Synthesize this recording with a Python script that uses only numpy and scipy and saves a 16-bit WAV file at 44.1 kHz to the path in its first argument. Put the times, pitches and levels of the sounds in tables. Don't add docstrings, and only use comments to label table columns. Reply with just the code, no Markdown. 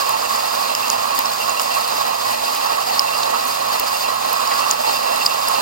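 import sys
import numpy as np
from scipy import signal
from scipy.fft import rfft, irfft, next_fast_len
from scipy.io import wavfile

SR = 44100
rng = np.random.default_rng(int(sys.argv[2]) if len(sys.argv) > 2 else 0)


def transcribe(signal):
    frames = np.atleast_2d(signal).T
    limited = np.clip(frames, -1, 1)
    pcm = np.round(limited * 32767).astype(np.int16)
    wavfile.write(sys.argv[1], SR, pcm)


N = 247401
TIME = np.arange(N) / SR
FREQS = np.maximum(np.fft.rfftfreq(next_fast_len(N), 1 / SR), 1)
SIDES = np.array([[.5], [-.5]])
LOWER_TURN_S, CUTOFF_HZ = 1.153, 15900

# pitch in Hz, width in Hz, level in dB,
# left over right in dB, left phase lead in radians.
TUB_MODES = [(58, 41, -62, 4, 0.5), (245, 132, -46, -7.5, 2), (392.5, 57, -51, -6, 2.0),
             (481, 97, -42, -7.5, 2.5), (560.7, 32, -41.5, -6, 3.5), (584, 154, -35.5, -5, 3.0),
             (678, 230, -29, -5, 3.0), (823, 220, -27, -5.5, -3), (898.5, 31, -34.5, -7.5, -2.5),
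             (990, 73, -37.5, -7, -1.5), (1065.5, 94, -33.5, -13, -2), (1110, 53, -32.5, -11, -1.33),
             (1179.3, 38, -40, -12.5, -0.8), (1265.5, 49, -42.5, -7.5, -0.5), (1276, 20.5, -43, -12.5, -2),
             (1313, 10.4, -46, -19.5, -3), (1433, 61, -46, -8.5, -1.5), (1523, 26, -49.5, -8, 2.5),
             (1564, 53, -51.5, -12.5, 2), (1671, 56, -48, -9, 1.5), (1812, 80, -48, 14, -2.6),
             (1939, 70, -40.5, 3.5, -2), (2026, 33, -43, 0.5, -3), (2467, 72, -45, -8, 1.05),
             (2677, 26, -47, 1, 0.8), (2716, 25, -41.5, -9, -1.5), (2743, 710, -39.5, -9, 0.16),
             (3140, 150, -49.5, -9, 1), (4084, 78, -38.5, -4.5, 3.5), (4373, 36, -41, 5, -1.5)]
# time in seconds, relative level in dB.
JET_FORCE = [(0.0, -23.5), (0.15, -28.5), (0.53, -26), (0.76, -28.5), (1.06, -24.5), (1.26, -28.5),
             (1.32, -28), (1.42, -31), (1.48, -25.5), (1.64, -31), (1.84, -28), (2.01, -25), (2.11, -28),
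             (2.3, -27.5), (2.39, -33.5), (2.47, -27.5), (2.58, -28.5), (2.69, -24), (2.87, -30.5),
             (3.04, -27.5), (3.15, -27), (3.43, -25.5), (3.55, -29.5), (3.72, -26), (4.0, -30), (4.08, -24),
             (4.22, -28.5), (4.38, -25.5), (4.5, -25.5), (4.62, -22.5), (4.75, -26.5), (4.86, -30.5),
             (5.15, -27), (5.38, -28.5), (5.6, -22.5)]
# start in seconds, strength in dB.
WALL_SLAPS = [(0.049, 30), (0.09, 34), (0.225, 31), (0.305, 31), (0.689, 29), (1.042, 34.5), (1.248, 33),
              (1.483, 34), (1.595, 35), (1.767, 35.5), (1.913, 32.5), (2.0, 24), (2.78, 33.5), (3.265, 29),
              (3.336, 38), (3.777, 27), (3.876, 27), (4.362, 32), (4.396, 34), (4.438, 28), (4.524, 33),
              (4.594, 34.5), (4.663, 32), (5.081, 33), (5.485, 30), (5.516, 23)]
# peak time in seconds, level in dB, pitch in Hz.
WIRE_CROSSINGS = [(0.26, -30, 2730), (0.838, -26, 2695), (1.422, -21.5, 2730), (1.577, -28, 2730),
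                  (1.716, -31, 2690), (1.753, -28, 2680), (2.467, -28.5, 2740), (2.736, -35, 2710),
                  (3.079, -26, 2720), (3.146, -24, 2714), (3.354, -32, 2700), (3.957, -29, 2740),
                  (4.053, -28.5, 2725), (4.631, -24, 2725), (4.962, -25.5, 2705), (5.215, -24.5, 2730),
                  (5.291, -28, 2750), (5.325, -30, 2750), (5.557, -29, 2730)]
# start in seconds, level in dB, centre in Hz, swell in seconds.
RACK_GUSHES = [(0.125, -40, 3200, 0.012), (1.597, -30, 3400, 0.0041), (1.755, -37, 2000, 0.0088),
               (2.552, -30, 3400, 0.0083), (3.23, -19, 4070, 0.0024), (4.505, -27.5, 1830, 0.0091)]
# pitch in Hz, width in Hz, level in dB, left over right in dB,
# left phase lead in radians.
HOUSING_MODES = [(3690, 430, -38, -0.5, 4), (4440, 790, -37.5, -6.5, -0.7), (4903, 360, -32.5, -1, 0.41),
                 (5840, 1300, -55.5, 12, -7), (7275, 170, -43.5, -7, 1.6), (8420, 460, -47.5, -13, 3.5),
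                 (9340, 300, -50, 11, -1), (11470, 900, -46, -9, 1.5), (13350, 820, -46, 15, 4),
                 (15700, 660, -46, 4, 5)]
# time in seconds, relative level in dB.
SPRAY_FORCE = [(0.0, -26), (1.58, -26.5), (1.83, -26.5), (2.06, -25.5), (3.77, -26.5), (3.95, -25),
               (4.14, -27.5), (4.36, -28), (4.55, -24.5), (5.47, -26), (5.61, -26.5)]
# start in seconds, level in dB.
SPRAY_SHEETS = [(0.31, -42), (0.87, -33), (1.14, -26), (1.6, -25.5), (1.74, -28), (2.3, -25.5), (2.53, -31),
                (3.46, -25), (3.92, -30), (4.53, -33)]
# start in seconds, ring level in dB, ring pitch in Hz,
# fizz against the ring in dB, splash level in dB, knock level in dB, left over right in dB.
BIG_DROPS = [(0.0921, -21, 14000, 4.5, -13.5, -23, -1), (0.2947, -25, 6720, 3, -26, -19, 0),
             (0.3585, -19.5, 7740, 8, -26, -26, 1), (0.7502, -22, 6740, 6, -16, -6, -3),
             (0.8812, -25, 6500, -4, -20, -20, 0), (0.9002, -8, 6750, 0, -13, -9, -6),
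             (1.1895, -15, 14700, 9, -14, -12, 1.5), (1.2569, -14, 5500, 0, -24, -15, -5),
             (1.3349, -22, 7500, 3, -26, -30, -4), (1.4948, -18, 6900, -4, -27, -32, -13),
             (1.5962, -19, 2950, 0, -14, -8.5, 0), (1.6162, -28, 6900, 2, -14, -25, 0),
             (1.8776, -24, 9300, 7, -19, -26, 1), (2.5486, -24, 7010, 4, -19, -21, 0),
             (2.9934, 1.5, 5070, -2, -16, 0, -8), (3.4516, -23, 11800, 5, -23, -30, -2),
             (3.7967, -12, 15200, 3, -14.5, -15, 2), (3.9407, -31, 8000, 2, -22, -30, 0),
             (4.3295, -16, 12940, 6.5, -19, -27, -4), (4.4745, -25, 7500, 4, -24, -14, -2),
             (4.7107, -3.5, 6800, 3, -9, -4.5, -2), (5.1602, -21, 8400, 3, -20, -17, -2),
             (5.2592, -19, 8350, 7, -14, -13, -3), (5.2631, 4, 4880, -9, -19, -14, -4),
             (5.4851, -12, 11100, 1, -21, -31, 5.5)]
# pitch in Hz, relative level in dB.
KNOCK_MODES = [(1920, -18), (2920, -9.5), (4050, -23), (5000, -1.5), (7000, -8.5), (8150, -14)]
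# start in seconds, level in dB, pitch in Hz.
LOW_THUMPS = [(3.795, -43, 55), (5.25, -41, 160)]
# frequency in Hz, left and right level in dB per Hz.
MIST_SPECTRUM = [(25, -90.1, -95), (60, -90, -77), (184, -71, -77.5), (344, -77, -75.5), (714, -68, -59),
                 (1220, -67, -57.5), (1510, -77, -65.5), (2340, -66, -68), (3740, -77.5, -67.5),
                 (4500, -69.5, -73), (6770, -69.5, -66), (9700, -73, -78), (12600, -73.5, -71),
                 (15600, -71, -73.5)]
# pitch in Hz, left level in dB, right level in dB.
PUMP_TONES = [(119.8, -56, -60), (230.4, -62, -53)]


def tub(wall_db, spray_db, wall_range_hz=(950, 1750)):
    wash_db = 0.37 * wall_db + 0.17 * spray_db + 1.45 * drift(12)
    slaps = np.zeros(N)
    for s, strength_db in WALL_SLAPS:
        slaps[round(s * SR)] = from_db(strength_db)
    out = np.zeros((2, N))
    for hz, *shape in TUB_MODES:
        water = patter(per_s=700, spread_db=3, grain_share=0.4)
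        is_wall = wall_range_hz[0] < hz < wall_range_hz[1]
        drive = water * from_db(wall_db) + slaps if is_wall else water * from_db(wash_db)
        out += resonate(drive, hz, *shape)
    return out


def rack(crossing_s=0.018, wander_hz=30, flutter_db=1.0, tone_db=-2.0, pan_db=-8.0):
    shake = np.cumsum(wander_hz * drift(100)) / SR
    tone, force = np.zeros((2, N))
    for s, level_db, hz in WIRE_CROSSINGS:
        near = np.abs(TIME - s) < .1
        t = TIME[near] - s
        crossing = from_db(level_db) * np.exp(-(t / crossing_s) ** 2)
        force[near] += crossing
        tone[near] += crossing * np.sin(2 * np.pi * (hz * t + shake[near]))
    water = patter(per_s=600, spread_db=2.5, grain_share=0.58) * force
    rasp = resonate(water, hz=2745, width_hz=210, level_db=-7, pan_db=pan_db, lead_rad=0)
    return tone * from_db(tone_db + flutter_db * drift(150) + pan_db * SIDES) + rasp


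def gushes():
    out = np.zeros((2, N))
    for s, level_db, hz, swell_s in RACK_GUSHES:
        spatter = patter(per_s=2100, spread_db=2, grain_share=0.23) * swells([(s, level_db)], swell_s)
        out += resonate(spatter, hz, width_hz=0.75 * hz, level_db=0, pan_db=-2, lead_rad=0.74)
    return out


def housing(spray_db):
    force = from_db(spray_db)
    return sum(resonate(patter(per_s=1100, spread_db=3, grain_share=0.4) * force, *mode)
               for mode in HOUSING_MODES)


def splatter(swell_s=0.017, low_hz=5500, band_count=5):
    edges = np.geomspace(low_hz, CUTOFF_HZ, band_count + 1)
    shower = np.zeros((2, N))
    for band in zip(edges, edges[1:]):
        droplets = np.array([patter(per_s=370, spread_db=3, grain_share=0.66) for ear in SIDES])
        shower += signal.sosfilt(signal.butter(2, band, "band", fs=SR, output="sos"), droplets)
    return shower * swells(SPRAY_SHEETS, swell_s)


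def drops(rows, ring_s=0.00059, splash_s=0.00087, knock_s=0.00055, splash_low_hz=4400, uneven_db=1.0):
    out = np.zeros((2, N))
    lag_s = np.array([[0], [0.0004]])
    t = np.maximum(TIME[:SR // 50] - lag_s, 0)
    low_cut = signal.butter(1, splash_low_hz, "high", fs=SR, output="sos")
    for s, ring_db, hz, fizz_db, splash_db, knock_db, pan_db in rows:
        burst = rng.standard_normal(t.shape) * swell(t, splash_s)
        fizz_band = signal.butter(2, [hz * .85, hz * 1.15], "band", fs=SR, output="sos")
        fizz = from_db(fizz_db) * signal.sosfilt(fizz_band, burst)
        ring = from_db(ring_db) * (ping(t, hz, ring_s) + fizz)
        splash = from_db(splash_db) * signal.sosfilt(low_cut, burst)
        knock = sum(from_db(knock_db + mode_db + uneven_db * rng.standard_normal())
                    * ping(t, mode_hz, knock_s) for mode_hz, mode_db in KNOCK_MODES)
        add(out, s, (ring + splash + knock) * from_db(pan_db * SIDES))
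    return out


def small_drops(count=120, centre_hz=8600, ring_db=-30, fizz_db=4, splash_db=-32, knock_db=-30):
    when, pitch, size, side = rng.uniform(-1, 1, (count, 4)).T
    size_db, pan_db = 2 * size, 7 * side
    s = (when + 1) / 2 * TIME[-1]
    hz = np.minimum(centre_hz * 1.7 ** pitch, CUTOFF_HZ)
    return drops(np.column_stack([s, ring_db + size_db, hz, np.full(count, fizz_db),
                                  splash_db + size_db, knock_db + size_db, pan_db]))


def thumps(swell_s=0.0069):
    t = TIME[:SR // 10]
    out = np.zeros(N)
    for s, level_db, hz in LOW_THUMPS:
        add(out, s, from_db(level_db) * ping(t, hz, swell_s))
    return out


def mist(spray_db):
    hz, *ears_db = np.transpose(MIST_SPECTRUM)
    density = np.array([from_db(np.interp(np.log(FREQS), np.log(hz), ear)) for ear in ears_db])
    droplets = np.array([patter(per_s=700, spread_db=2, grain_share=0.22) for ear in ears_db])
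    rumble_cut = FREQS / np.hypot(FREQS, 10)
    return colour(droplets * from_db(0.61 * spray_db), density * np.sqrt(SR / 2) * rumble_cut)


def pump(waver_hz=4.76, throb_db=3.0):
    out = np.zeros((2, N))
    for hz, left_db, right_db in PUMP_TONES:
        phase = 2 * np.pi * np.cumsum(hz + waver_hz * drift(13.6)) / SR
        level_db = throb_db * drift(11) + np.array([[left_db], [right_db]])
        out += np.sqrt(2) * np.sin(phase) * from_db(level_db)
    return out


def patter(per_s, spread_db, grain_share):
    landed = np.flatnonzero(rng.random(N) < per_s / SR)
    noise = rng.standard_normal(N)
    size_db = spread_db * np.minimum(rng.exponential(1, N)[landed], np.pi)
    clicks = np.zeros(N)
    clicks[landed] = np.sign(noise[landed - 1]) * from_db(size_db)
    return np.sqrt(grain_share) * clicks / clicks.std() + np.sqrt(1 - grain_share) * noise


def resonate(drive, hz, width_hz, level_db, pan_db, lead_rad):
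    response = 1 / (1 + 1j * (FREQS ** 2 - hz ** 2) / (FREQS * width_hz)) ** 2
    response /= np.sqrt(np.mean(np.abs(response) ** 2))
    return colour(drive, response * from_db(level_db + pan_db * SIDES) * np.exp(1j * lead_rad * SIDES))


def colour(x, response):
    size = next_fast_len(N)
    return irfft(rfft(x, size) * response, size)[..., :N]


def ping(t, hz, swell_s):
    return swell(t, swell_s) * np.sin(2 * np.pi * hz * t)


def swell(t, swell_s):
    return t / swell_s * np.exp(1 - t / swell_s)


def swells(rows, swell_s):
    return sum(from_db(peak_db) * swell(np.maximum(TIME - s, 0), swell_s) for s, peak_db in rows)


def sweep(peak_s, per_turn):
    return np.cos(2 * np.pi * per_turn * (TIME - peak_s) / LOWER_TURN_S)


def drift(per_s):
    slow = irfft(rfft(rng.standard_normal(next_fast_len(N))) / (1 + 1j * FREQS / per_s) ** 2)[:N]
    return slow / slow.std()


def swing_db(rows):
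    level = np.interp(TIME, *np.transpose(rows))
    return level - 10 * np.log10(np.mean(from_db(level) ** 2))


def from_db(db):
    return 10 ** (np.asarray(db) / 20)


def add(out, s, sound):
    start = round(s * SR)
    out[..., start:start + sound.shape[-1]] += sound[..., :N - start]


def scene():
    wall_db = 0.86 * swing_db(JET_FORCE) + 0.2 * sweep(peak_s=0.33, per_turn=2) + 0.28 * drift(24)
    spray_db = 0.87 * swing_db(SPRAY_FORCE) + 0.68 * sweep(peak_s=0.026, per_turn=4) + 1.52 * drift(17.3)
    washing = tub(wall_db, spray_db) + rack() + gushes()
    spray = housing(spray_db) + mist(spray_db) + splatter()
    ticks = drops(BIG_DROPS) + small_drops() + thumps()
    return washing + spray + ticks + pump()


def record(dry):
    clipped = np.clip(dry, -.95, .95)
    return signal.sosfilt(signal.ellip(12, .1, 85, CUTOFF_HZ, fs=SR, output="sos"), clipped)


dry = scene()
out = record(dry)
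transcribe(out)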